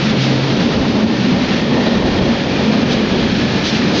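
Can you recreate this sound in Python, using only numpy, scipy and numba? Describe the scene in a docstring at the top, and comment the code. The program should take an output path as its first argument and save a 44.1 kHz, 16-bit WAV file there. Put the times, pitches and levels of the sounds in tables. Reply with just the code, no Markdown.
"""A loud boom and rumble: a freight train of hopper and tank wagons runs past just below the microphone.
Rough track shakes the hollow bodies, the frames and the bogies (the wheel sets under each wagon).
Wheels and rails rush and ring, steel scrapes in short surges, and panels drone briefly.
Two wheels knock over a rail joint, moving air buffets the microphone, and a limiter holds the peaks."""
import sys
import numpy as np
from scipy import signal
from scipy.fft import rfft, irfft
from scipy.io import wavfile
from scipy.ndimage import uniform_filter1d, minimum_filter1d, map_coordinates
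from numba import njit

SR = 44100
rng = np.random.default_rng(int(sys.argv[2]) if len(sys.argv) > 2 else 0)


def waveform_to_disk(signal):
    """Save audio, clipped to [-1, 1], as 16-bit WAV at the path in sys.argv[1]."""
    frames = np.transpose(np.atleast_2d(signal))
    scaled = np.clip(frames, -1, 1) * 32767
    samples = np.round(scaled).astype(np.int16)
    wavfile.write(sys.argv[1], SR, samples)


N = 176400  # 4 s


def undb(db):
    """Turn decibels into a factor to multiply by."""
    return 10 ** (np.asarray(db) / 20)


def unit(x):
    """Scale a signal to an average strength (rms) of 1."""
    return x / np.sqrt(np.mean(x ** 2))


def follow(curve, t):
    """A volume that follows a curve of (t/s, level/dB) points."""
    return undb(np.interp(t, *np.array(curve).T))


def wander(rate):
    """A smooth random wobble of strength 1 that heads for a new value `rate` times a second."""
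    hold = int(SR / rate)
    steps = np.repeat(rng.standard_normal(N // hold + 1), hold)
    return unit(uniform_filter1d(uniform_filter1d(steps, hold), hold)[:N])


def frequencies():
    """The frequency of each slot in the spectrum, at least 1 Hz."""
    return np.maximum(np.arange(N // 2 + 1) * SR / N, 1)


def coloured_noise(colour):
    """Noise of strength 1 whose balance of low and high follows (f/Hz, level/dB) points."""
    hz, db = np.array(colour).T
    shape = undb(np.interp(np.log(frequencies()), np.log(hz), db))
    return unit(irfft(rfft(rng.standard_normal(N)) * shape, N))


def resonance(hz, width):
    """Something shaken at random that rings near one pitch; a smaller width gives a clearer note."""
    f = frequencies()
    response = 1 / (1 + 1j * (f / hz - hz / f) * hz / width)
    return unit(irfft(rfft(rng.standard_normal(N)) * response ** 2, N))


# how hard the air hits the microphone: t/s, level/dB
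WIND_LEVEL = [(0, -42), (.4, -43), (.78, -28), (1.05, -42), (1.33, -38), (1.48, -31.5), (1.68, -42),
              (2.1, -23), (2.23, -23), (2.38, -34), (2.6, -33), (2.75, -46), (2.95, -33), (3.4, -27.5),
              (3.6, -32), (4, -43)]
# the deep tone of that wind: f/Hz, level/dB
WIND_COLOUR = [(10, -16.5), (22, -4.5), (40, 4.5), (58, 8.5), (90, 7), (160, -11), (400, -55)]

def slipstream(t):
    """Air dragged along by the wagons buffets the microphone in gusts."""
    gusts = undb(-1 + .5 * wander(25))
    return coloured_noise(WIND_COLOUR) * follow(WIND_LEVEL, t) * gusts


# surges of scraping steel: peak t/s, half length/s, level/dB
SCRAPE_SURGES = [(.05, 0.02, -29.5), (0.23, 0.022, -24.5), (0.615, 0.035, -30.5), (2.926, 0.018, -23.5),
                 (3.377, 0.025, -31), (3.567, .03, -31), (3.679, 0.029, -20.5), (3.76, 0.022, -25.5),
                 (3.982, 0.031, -21)]
# the bright tone of a scrape: f/Hz, level/dB
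SCRAPE_HISS_COLOUR = [(1000, -20), (2200, -5), (3300, 2), (4400, -1), (5400, -4), (6300, -9.5), (7100, -23),
                      (8500, -44.5)]

def scrapes(t):
    """Bright hiss swells and fades as a wheel slides on the rail."""
    swell = sum(undb(db) * np.exp(-.5 * ((t - at) / half) ** 2) for at, half, db in SCRAPE_SURGES)
    return coloured_noise(SCRAPE_HISS_COLOUR) * swell


def frame_hum():
    """Rough track shakes the wagon frames into a low hum."""
    return resonance(hz=133, width=32.5) * undb(-28.5)


# wagon panels that drone for a moment: start t/s, end t/s, f/Hz, level/dB
PANEL_NOTES = [(-.1, .14, 139, -26), (0.183, 0.557, 134, -18.5), (.88, 1.08, 362, -28),
               (1.014, 1.143, 222.6, -20), (1.15, 1.42, 192, -22.5), (1.24, 1.364, 249.8, -19),
               (1.453, 1.568, 236.6, -19), (1.882, 1.98, 231, -18), (2.25, 2.472, 558, -30),
               (2.666, 2.8, 215.5, -14)]

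def panel_drones(t):
    """A panel swings on one wavering note while its wagon is near."""
    fade_s, pitch_waver = .044, .0129
    out = np.zeros(N)
    for start, end, hz, db in PANEL_NOTES:
        fade = np.clip(np.minimum(t - start, end - t) / fade_s + .5, 0, 1)
        pitch = hz * (1 + pitch_waver * wander(25))
        note = np.sqrt(2) * np.sin(2 * np.pi * np.cumsum(pitch) / SR)
        out += fade * note * undb(db + .5 * wander(20))
    return out


# wheels hitting a rail joint: t/s, ring level/dB, clack level/dB
JOINT_HITS = [(1.855, -15.5, -13.5), (2.182, -11, -24)]
# the notes of a struck bogie: f/Hz, level/dB, time to fade by 60 dB/s
BOGIE_NOTES = [(182.7, -2.5, 0.55), (285, -7, 0.23), (395.3, -2, .3), (431, -8, 0.24), (554, -7, .6),
               (628, -8, .25), (860, -11, 0.22)]
# the tone of the steel clack: f/Hz, level/dB
STEEL_COLOUR = [(200, -15.5), (400, 9), (700, 10.5), (1200, -4), (2000, -5.5), (4000, -0.5), (5500, -12),
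                (7500, -41)]

def joint_knocks(t):
    """A wheel drops over a rail joint: a noisy clack, and the bogie thumps and rings."""
    rise_s, clack_fade_s = .014, .31
    steel = coloured_noise(STEEL_COLOUR)
    out = np.zeros(N)
    for at, ring_db, clack_db in JOINT_HITS:
        age = np.maximum(t - at, 0)
        ring = sum(np.sin(2 * np.pi * (hz * age + rng.random())) * undb(db - 60 * age / fade_s)
                   for hz, db, fade_s in BOGIE_NOTES)
        clack = steel * undb(-60 * age / clack_fade_s)
        rise = np.minimum(age / rise_s, 1)
        out += rise * (ring * undb(ring_db) + clack * undb(clack_db))
    return out


# how loud the wheels are on the rails: t/s, level/dB
WHEEL_LEVEL = [(0, -24.5), (0.1, -24), (0.16, -27), (0.22, -24), (0.42, -26), (0.75, -26.5), (1.1, -29),
               (1.26, -26), (1.37, -28.5), (1.57, -24), (1.66, -29), (1.87, -25), (2.03, -29), (2.13, -26),
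               (2.4, -27.5), (2.6, -25.5), (2.77, -25.5), (3.0, -27), (3.45, -26), (4, -25.5)]
# the tone of their rush: f/Hz, level/dB
WHEEL_COLOUR = [(400, -9.5), (900, -7.5), (1300, -.5), (2100, 0), (2800, -0.5), (3500, -1), (4300, -2),
                (5200, -7.5), (6200, -13.5), (7000, -24.5), (7600, -41), (8500, -55)]
# ringing wheels: f/Hz, width/Hz, level/dB, nearest at t/s, half length/s
WHEEL_RINGS = [(1700, 230, -3, 3.4, 0.67), (1824, 130, -3, 1.8, .7), (2395, 230, -4.5, 3.1, 1.1),
               (3270, 220, -4.5, 1.93, .6), (3290, 290, -1.5, 3.25, .3), (4050, 300, -9, 3.5, .3)]

def wheels(t):
    """Steel rolling on steel rushes unevenly; each wheel's ring swells and fades as it goes by."""
    rush = coloured_noise(WHEEL_COLOUR) * undb(1.82 + .5 * wander(60))
    ring = np.zeros(N)
    for hz, width, db, at, half in WHEEL_RINGS:
        passing = np.exp(-.5 * ((t - at) / half) ** 2)
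        ring += resonance(hz, width) * undb(db - 5 + wander(4.6)) * passing
    return (rush + ring) * follow(WHEEL_LEVEL, t)


# how loud the bogies rumble: t/s, level/dB
BOGIE_LEVEL = [(0, -21.5), (.3, -22), (.58, -21.5), (.95, -20), (1.1, -23), (1.4, -23), (1.66, -22.5),
               (1.8, -17.5), (2.0, -20.5), (2.15, -19.5), (2.42, -23), (2.6, -18.5), (3.1, -21),
               (3.45, -23.5), (4, -21)]
# the low tone of the rumble: f/Hz, level/dB
BOGIE_COLOUR = [(30, -33), (60, -15), (90, -0.5), (110, -5), (150, 2), (230, -3), (290, 2), (330, 0),
                (370, .5), (470, -2.5), (545, -2.5), (680, -7.5), (900, -10), (1300, -18.5), (2500, -57.5)]

def bogie_rumble(t):
    """Rough track shakes the bogies into a low, flickering rumble."""
    return coloured_noise(BOGIE_COLOUR) * follow(BOGIE_LEVEL, t) * undb(2 + .86 * wander(16))


# how loud the wagon bodies boom: t/s, level/dB
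BODY_LEVEL = [(0, -17), (0.42, -21.5), (0.6, -14), (0.84, -18.5), (0.98, -15), (1.08, -15.5), (1.28, -16.5),
              (1.42, -17.5), (1.52, -16.5), (1.7, -16.5), (1.92, -17.5), (2.08, -18.5), (2.24, -17.5),
              (2.48, -20), (2.85, -15), (3.1, -17.5), (3.35, -16.5), (3.6, -20), (3.74, -21.5), (3.88, -13),
              (4, -21)]
# the pitch of the boom, shifting from wagon to wagon: t/s, f/Hz
BODY_PITCH = [(0, 212), (.9, 231.9), (1.3, 229), (1.7, 215), (2.8, 224), (3.5, 209), (4, 214)]

def body_boom(t):
    """Rough track shakes the hollow wagon bodies, and each booms at its own pitch."""
    pitch = np.interp(t, *np.array(BODY_PITCH).T)
    steady = resonance(pitch.mean(), width=96)
    position = np.cumsum(pitch / pitch.mean())  # running through the sound faster raises its pitch
    boom = map_coordinates(steady, [position], mode="mirror")
    return boom * follow(BODY_LEVEL, t)


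def scene():
    """The whole train at one microphone."""
    t = np.arange(N) / SR
    rolling = body_boom(t) + frame_hum() + bogie_rumble(t) + wheels(t)
    jolts = undb(.43 * wander(24.1))  # uneven track swells all the rolling sounds at once
    return (rolling * jolts + panel_drones(t) + scrapes(t) + slipstream(t) + joint_knocks(t))[None]


@njit
def peak_follower(x, release):
    """A level that jumps up to each peak and sinks back."""
    out, level = np.empty(len(x)), 0.
    for i in range(len(x)):
        level = max(abs(x[i]), level * release)
        out[i] = level
    return out


def record(dry):
    """A fast limiter turns everything down on the biggest peaks, then the highest treble is cut."""
    limit_db, release_s, ratio, top_hz = -4.5, .074, 9.3, 7700
    driven = dry * undb(.5)
    peak = peak_follower(driven[0], np.exp(-1 / (release_s * SR)))
    gain = np.minimum(undb(limit_db) / (peak + 1e-9), 1) ** (1 - 1 / ratio)
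    gain = uniform_filter1d(minimum_filter1d(gain, size=65), size=65)  # ease into each dip
    treble_cut = signal.ellip(8, .2, 70, top_hz, fs=SR, output="sos")
    return signal.sosfilt(treble_cut, driven * gain)


dry = scene()
out = record(dry)
waveform_to_disk(out)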